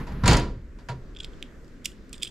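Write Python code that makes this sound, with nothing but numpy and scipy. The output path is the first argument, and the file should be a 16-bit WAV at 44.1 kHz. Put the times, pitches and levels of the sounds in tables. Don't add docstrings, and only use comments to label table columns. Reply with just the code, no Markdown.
import sys
import numpy as np
from scipy import signal
from scipy.fft import rfft, irfft
from scipy.io import wavfile
from scipy.ndimage import uniform_filter1d

SR = 44100
rng = np.random.default_rng(int(sys.argv[2]) if len(sys.argv) > 2 else 0)


def convert_level_to_amplitude(level_db):
    exponent = np.asarray(level_db, float) / 20
    return 10 ** exponent


def unload_wav(signal):
    wavfile.write(
        sys.argv[1],
        SR,
        np.round(np.clip(np.atleast_2d(signal).T, -1, 1) * 32767).astype(np.int16),
    )


N = 101430
LR = np.array([[1], [-1]])
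PANEL_RISE_S = 0.0063


def logf(hz, table):
    tab = np.array(table, float)
    return np.interp(np.log(np.maximum(hz, 1)), np.log(tab[:, 0]), tab[:, 1])


def curve(table):
    tab = np.array(table, float)
    return np.interp(np.arange(N) / SR, tab[:, 0], tab[:, 1])


def unit(x):
    return x / np.sqrt(np.mean(x ** 2))


def bump(hz, centre, width, db):
    return db * np.exp(-(2 * (hz - centre) / width) ** 2)


def noise(size, colour_db, side):
    hz = np.arange(size // 2 + 1) * SR / size
    mid, sd = rfft(rng.standard_normal((2, size)))
    stereo = mid + LR * sd * convert_level_to_amplitude(logf(hz, side))
    return stereo * convert_level_to_amplitude(colour_db(hz)) / np.sqrt(size), hz


def add(out, x, s):
    i = int(s * SR)
    out[..., i:i + x.shape[-1]] += x[..., :N - i]


def ring(t, t60, rise):
    return (1 - np.exp(-t / rise)) * np.exp(-np.log(1000) * t / t60)


def walk(rate):
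    k = int(SR / rate)
    steps = np.repeat(rng.standard_normal(N // k + 1), k)
    smooth = uniform_filter1d(uniform_filter1d(steps, k), k)
    return unit(smooth[:N])


# f/Hz, level per Hz/dB
VENT_COLOUR = [(20, 4.5), (100, -10.5), (260, -6.5), (520, -17), (780, -33.5), (2600, -35.5), (7400, -42.5),
               (10500, -55), (14500, -65)]
# f/Hz, level/dB
VENT_SIDE = [(40, -9.5), (200, -17), (700, -7), (1500, -5), (5000, -4), (15000, -7.5)]
# f/Hz, width/Hz, level/dB
VENT_BUMP = (1610, 1510, 10.6)
# f/Hz, width/Hz, level/dB
VENT_SHELF = (12100, 1500, 11)
# t/s, level/dB
VENT_SWELL = [(0, -43.5), (.6, -51.5), (1, -48.5), (1.4, -46), (1.8, -48), (2.3, -47)]


def ventilation():
    def colour(hz):
        return logf(hz, VENT_COLOUR) + bump(hz, *VENT_BUMP) + bump(hz, *VENT_SHELF)

    spec, hz = noise(N, colour, VENT_SIDE)
    octave = np.log2(np.maximum(hz, 1))
    out = 0
    for step in range(11):
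        band = np.clip(1 - abs(octave - 4 - step), 0, 1)
        out = out + irfft(spec * band, N) * convert_level_to_amplitude(1.7 * walk(8.94))
    return unit(out) * convert_level_to_amplitude(curve(VENT_SWELL))


# t/s, level/dB
RUMBLE_SWELL = [(.5, -41), (.9, -46.5), (1.15, -42.5), (1.5, -55), (1.75, -52), (2.3, -49)]


def handling_rumble():
    top_hz = 54.5
    band = signal.butter(2, [top_hz / 3.1, top_hz], "band", fs=SR, output="sos")
    return unit(signal.sosfilt(band, rng.standard_normal(N))) * convert_level_to_amplitude(curve(RUMBLE_SWELL))


# t/s, length/s, f/Hz, level/dB
SQUEAK_EVENT = (1.18, .12, 1490, -65)


def squeak():
    s, length, f, db = SQUEAK_EVENT
    t = np.arange(N) / SR
    level = convert_level_to_amplitude(db + 2 * walk(28.4))
    pitch = f * (1 + 0.0102 * walk(10.4))
    tone = level * np.sin(2 * np.pi * np.cumsum(pitch) / SR)
    return tone * np.exp(-(2 * (t - s) / length - 1) ** 4)


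def room(x):
    level_db, t60_s, rise_s = -16, .22, .003
    t = np.arange(SR // 2) / SR
    mid, side = rng.standard_normal((2, len(t))) * ring(t, t60_s, rise_s)
    tail = signal.lfilter([1], [1, -.1], mid + 0.34 * LR * side)
    tail = tail / np.sqrt(np.sum(tail[0] ** 2))
    return convert_level_to_amplitude(level_db) * signal.fftconvolve(x[None], tail, axes=1)[:, :N]


# f/Hz, level/dB, t60/s
LOCK_MODES = [(2400, -7.5, 0.0066), (2605, -5, 0.013), (3255, 4, 0.011), (3500, 3.5, .013),
              (4380, -6, 0.005), (5000, -2, 0.012), (5530, -9, 0.007), (6000, -11, 0.004),
              (7040, -6.5, 0.017), (7530, -5, 0.016), (8480, -4.5, 0.02), (9910, -18, 0.004),
              (11500, -20, 0.004), (12600, -22, 0.003)]


def lock_body(t, bright_db, palm_db, share):
    scatter_db, detune, crack_db, crack_s = 1.5, .012, -3, 0.0014
    f, g, d = np.array(LOCK_MODES, float).T[:, :, None]
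    u = rng.standard_normal((3, len(LOCK_MODES), 1))
    tilt = bright_db * (f > 3900) + palm_db * (f > 8000)
    pitch = f * (1 + detune * (f / 4000) * u[1])
    level = convert_level_to_amplitude(g + tilt + scatter_db * u[0]) * np.sign(u[2])
    modes = (level * np.sin(2 * np.pi * pitch * t) * ring(t, d * share, .0001)).sum(0)
    crack = signal.lfilter([1, 2, 1], [3, -.9], rng.standard_normal(len(t))) * np.exp(-t / crack_s)
    band = signal.butter(3, [2300, 14500], "band", fs=SR, output="sos")
    return signal.sosfilt(band, modes + convert_level_to_amplitude(crack_db + bright_db + palm_db) * crack)


def rattle_hits(length):
    contacts_per_s, scatter_db = 1200, 5
    v = rng.random((3, 24))
    when = np.cumsum(-np.log(1 - v[0])) / contacts_per_s
    when -= when[0]
    fade = np.exp(-when / length) * np.clip(3 - 2 * when / length, 0, 1)
    size = convert_level_to_amplitude(scatter_db * 2 * (v[1] - .5)) * np.sign(v[2] - .5) * fade
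    hits = np.zeros(2048)
    place = np.minimum((when * SR).astype(int), 2047)
    np.add.at(hits, place, size / np.sqrt(np.sum(size ** 2)))
    return hits


# t/s, peak level/dB, rattle length/s, brightness/dB, ring share/1
HAND_CLICKS = [(1.1497, -44.5, .002, -5, .7), (1.162, -48, .002, -14, 0.52),
               (1.164, -37, 0.0018, -13.5, 0.67), (1.169, -33.5, 0.0016, -14, 0.66),
               (1.172, -47.5, .002, -8, 0.79), (1.187, -40, .002, -7, 0.8), (1.192, -44, .003, -9, .6),
               (1.201, -29.5, 0.0034, -14, 0.49), (1.2041, -27, 0.0014, -14, .7),
               (1.2051, -31, 0.0025, -10, 0.63), (1.2084, -39.5, .004, 1, 1), (1.219, -47, 0.0067, -6.5, 1),
               (1.229, -43.5, .003, -7, .7), (1.232, -39.5, 0.0017, -8, .7),
               (1.2331, -37, 0.0043, -5, 0.83), (1.24, -43, 0.0046, -6, 0.95),
               (1.2455, -22.5, 0.00019, -6, .35), (1.2484, -33, 0.0018, -2, 0.26),
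               (1.252, -44, 0.0054, -1.5, .8), (1.331, -49, .008, -5.5, 0.92),
               (1.4263, -21.5, 0.00026, -12.5, 0.32), (1.4274, -37, .002, -4.5, 0.47),
               (1.439, -54.5, 0.0046, -3, 0.64), (1.645, -53.5, 0.0022, 10.5, 0.73),
               (1.68, -53, .0017, 8, 0.78)]
# t/s, peak level/dB, rattle length/s, brightness/dB, ring share/1
HASP_SNAPS = [(1.8442, -39, 0.0024, -3, .5), (1.8479, -28.5, 0.0032, 4, 0.49),
              (1.8562, -15.5, .0004, -0.5, 0.19), (1.8574, -18.5, 0.0018, 8, .5),
              (1.8605, -29, 0.0032, -1.5, 0.68), (1.879, -44, .002, -2, 1), (1.918, -47, .0023, -4, 1),
              (2.094, -46.5, 0.00099, 17, 0.68), (2.129, -27, 0.0031, 4.5, 0.74),
              (2.134, -35.5, 0.0037, 7, 0.8), (2.142, -35.5, 0.0045, -4, 0.94), (2.151, -43, 0.013, 7, 1),
              (2.1793, -39.5, 0.0035, -1, .8), (2.199, -47, 0.0064, -6, 1), (2.217, -38, 0.0049, -14, .8),
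              (2.2228, -27.5, .002, -7, 1), (2.2258, -28.5, 0.0022, -3, 1), (2.2289, -29, 0.00071, -1, 1),
              (2.23, -23.5, 0.00058, -5, 0.65), (2.2312, -13.5, 0.00046, -9, 0.94),
              (2.2328, -18.5, 0.00047, -3, 0.54), (2.2342, -26, 0.0024, -1, 0.55),
              (2.241, -35, 0.011, 8, 0.91), (2.246, -34, 0.005, 9, 1), (2.249, -31, 0.0018, -14, 0.92),
              (2.253, -33, .002, -4, .8), (2.257, -32, .004, -5, 1), (2.2684, -34, 0.0022, -12, .8),
              (2.272, -32.5, .003, -10, 0.94), (2.276, -33, 0.0025, -5, 0.8),
              (2.278, -39, 0.0044, -6, 0.99), (2.288, -47, .006, -2, 1)]


def padlock():
    out, t = np.zeros(N), np.arange(2048) / SR
    for s, db, length, bright_db, share in HAND_CLICKS + HASP_SNAPS:
        palm_db = -9 * (s < HASP_SNAPS[0][0])
        body = lock_body(t, bright_db, palm_db, share)
        click = signal.fftconvolve(rattle_hits(length), body)
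        add(out, convert_level_to_amplitude(db) * click / abs(click).max(), s)
    return out


# f/Hz, level/dB
SIDE_SHARE = [(60, -39), (200, -32), (500, -14.5), (1200, -10.5), (4000, -7.5), (9000, -9), (15000, -1)]
# t/s, level/dB
SHUDDER_SWELL = [(0, -31.5), (.06, -38), (.12, -35), (.18, -37.5), (.235, -33)]
# f/Hz, level per Hz/dB
SHUDDER_COLOUR = [(15, -22), (25, 13.5), (196, 6.5), (588, -12.5), (1350, -14), (4620, -32.5), (8780, -52),
                  (11800, -34), (15000, -85.5)]


def shudder():
    spec, _ = noise(N, lambda hz: logf(hz, SHUDDER_COLOUR), SIDE_SHARE)
    t = np.arange(N) / SR
    stop_db = 460 * np.maximum(t - .25, 0)
    return unit(irfft(spec, N)) * convert_level_to_amplitude(curve(SHUDDER_SWELL) - 1.5 - stop_db + 1.5 * walk(25))


# t/s, level/dB, f/Hz
LATCH_TICKS = [(0.2563, -17.5, 2400), (0.278, -7.5, 7300), (0.28, -11.5, 3600), (0.282, -11, 4700),
               (0.3103, -23, 7200), (0.3314, -12.5, 7100), (0.337, -19.5, 4200), (0.3691, -16.5, 7200),
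               (0.371, -20.5, 5400), (0.398, -29, 7100)]


def latch(out):
    q, decay_s = 3.8, .002
    t = np.arange(400) / SR
    for s, db, hz in LATCH_TICKS:
        tick = signal.filtfilt(*signal.iirpeak(hz, q, SR), rng.standard_normal(len(t)))
        add(out, convert_level_to_amplitude(db + 3.5) * tick * np.exp(-t / decay_s) * np.ones((2, 1)), s)


# t/s, level/dB, f/Hz, t60/s
KNOCK_THUMP = (.893, -28.5, 128, 0.41)


def thump(out, t):
    s, db, hz, t60 = KNOCK_THUMP
    tone = np.sin(2 * np.pi * hz * t) * ring(t, t60, PANEL_RISE_S)
    add(out, convert_level_to_amplitude(db) * tone * np.ones((2, 1)), s)


# f/Hz, level per Hz/dB
SHEET_COLOUR = [(25, -2), (160, 7), (400, -0.5), (1500, -10), (4500, -11.5), (7500, -21.5), (10500, -29.5),
                (16000, -49.5)]
# f/Hz, t60/s
SHEET_DECAY = [(40, 1.16), (150, 0.56), (300, 0.56), (700, 0.33), (2000, 0.31), (10000, 0.22)]
# f/Hz, rise/s
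SHEET_ONSET = [(60, .015), (300, 0.018), (1000, 0.0012), (3000, 0.00046)]
# f/Hz, width/Hz, level/dB
SHEET_CROWDS = [(529, 32, 2), (990, 122, 8.5), (1387, 58, 6), (4700, 1200, 3), (6980, 840, 5)]


def sheet_wash(t, tilt, share):
    def colour(hz):
        return logf(hz, SHEET_COLOUR) + tilt(hz) + sum(bump(hz, *crowd) for crowd in SHEET_CROWDS)

    spec, hz = noise(len(t), colour, SIDE_SHARE)
    wash = 0
    for step in range(20):
        c = 2 ** (4.5 + step / 2)
        band = np.clip(1 - 2 * abs(np.log2(np.maximum(hz, 1) / c)), 0, 1)
        patch_db = 1.5 * np.interp(t * 60, np.arange(50), rng.standard_normal(50))
        envelope = ring(t, share * logf(c, SHEET_DECAY), logf(c, SHEET_ONSET))
        wash = wash + irfft(spec * band, len(t)) * convert_level_to_amplitude(patch_db) * envelope
    return wash


# f/Hz, level/dB, t60/s
UPPER_MODES = [(721,-6,0.3), (964,3,0.45), (1386,-2,0.35), (1558,-8.5,0.32), (1927,-6,0.31), (2330,-9,0.35),
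               (3020,-12.5,0.24), (3140,-9.5,0.21), (3580,-8,0.25), (4280,-9.5,0.25), (4700,-9,0.3),
               (5240,-13.5,0.3)]


def upper_modes(t, tilt, share):
    level_db, rise_s, damp = -13, .002, .7
    f, g, d = np.array(UPPER_MODES, float).T[:, :, None]
    u = rng.standard_normal((3, len(UPPER_MODES), 1))
    tone = np.sin(2 * np.pi * f * (1 + .007 * u[1]) * t + 9 * u[2])
    envelope = ring(t, min(share, 1) * damp * d, rise_s)
    return convert_level_to_amplitude(level_db) * (convert_level_to_amplitude(g + tilt(f) + 3.1 * u[0]) * tone * envelope).sum(0)


# f/Hz, level/dB, t60/s
PANEL_MODES = [(33.3, -8.5, 0.81), (58, 0, 0.29), (67.7, -11, 0.6), (118, -2.5, .4), (130.8, -6, .4),
               (159.4, -4.5, 0.37), (189.3, -7.5, 0.19)]


def panel_modes(t, tilt, share):
    f, g, d = np.array(PANEL_MODES, float).T[:, :, None]
    u = rng.standard_normal((2, len(PANEL_MODES), 1))
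    tone = np.sin(2 * np.pi * f * (1 + 0.011 * u[1]) * t)
    envelope = ring(t, min(share, 1) * d, PANEL_RISE_S)
    return (convert_level_to_amplitude(g + tilt(f) + 2 * u[0]) * tone * envelope).sum(0)


# t/s, level/dB, bass/dB, treble/dB, ring share of the full decay/1
DOOR_BLOWS = [(0.0, -39.5, -1.5, -12, 0.53), (0.0687, -41, -0.5, -8, 1.03), (0.12, -38.5, 7.5, -10.5, 0.26),
              (0.236, -23.5, 8.5, -9, 0.6), (0.2569, -19, -18, -3.5, 1.1), (0.2775, -15.5, 1.5, 0.5, 0.89),
              (0.31, -15.5, -5.5, -4.5, 0.96), (0.332, -20, -11, -2, 0.65), (0.369, -26, -6, -2.5, 1.02),
              (0.399, -44.5, -15, -1.5, 1.9), (0.7858, -50.5, -20.5, -2, 0.66), (0.8861, -29, -12, -6, 0.5),
              (0.897, -44, 4, -7.5, 1.07)]


def door():
    out, t = np.zeros((2, N)), np.arange(2 ** 15) / SR
    for s, db, bass_db, treble_db, share in DOOR_BLOWS:
        tilt_table = [(250, bass_db), (500, 0), (1800, 0.018), (3200, treble_db)]
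        tilt = lambda hz: logf(hz, tilt_table)
        wash = sheet_wash(t, tilt, share)
        panel = panel_modes(t, tilt, share)
        upper = upper_modes(t, tilt, share)
        add(out, convert_level_to_amplitude(db) * (700 * wash - 1.29 * panel + upper), s)
    thump(out, t)
    latch(out)
    return out


# t/s, left minus right level/dB
LOCK_BALANCE = [(1.1, -2.5), (1.8, -5.5), (2.3, -4)]


def scene():
    background = ventilation() + handling_rumble() + squeak()
    lock = padlock()
    lock_direct = lock * convert_level_to_amplitude(LR * curve(LOCK_BALANCE) / 2)
    door_sound = (shudder() + door()) * convert_level_to_amplitude(LR * -0.8 / 3)
    return background + room(lock) + lock_direct + door_sound


def top_cut(x):
    return signal.sosfilt(signal.butter(12, 16240, fs=SR, output="sos"), x)


def record(dry):
    lag_fade_hz, top_hz = 9000, 15700
    hz = np.arange(N // 2 + 1) * SR / N
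    lag = np.exp(-hz / lag_fade_hz)
    left = irfft(rfft(dry[0]) * np.exp(-2j * np.pi * hz / SR * lag), N)
    low_pass = signal.butter(16, top_hz, fs=SR, output="sos")
    x = signal.sosfilt(low_pass, np.array([left, dry[1]]))
    return top_cut(np.tanh(1.156 * x) / 1.028)


dry = scene()
out = record(dry)
unload_wav(out)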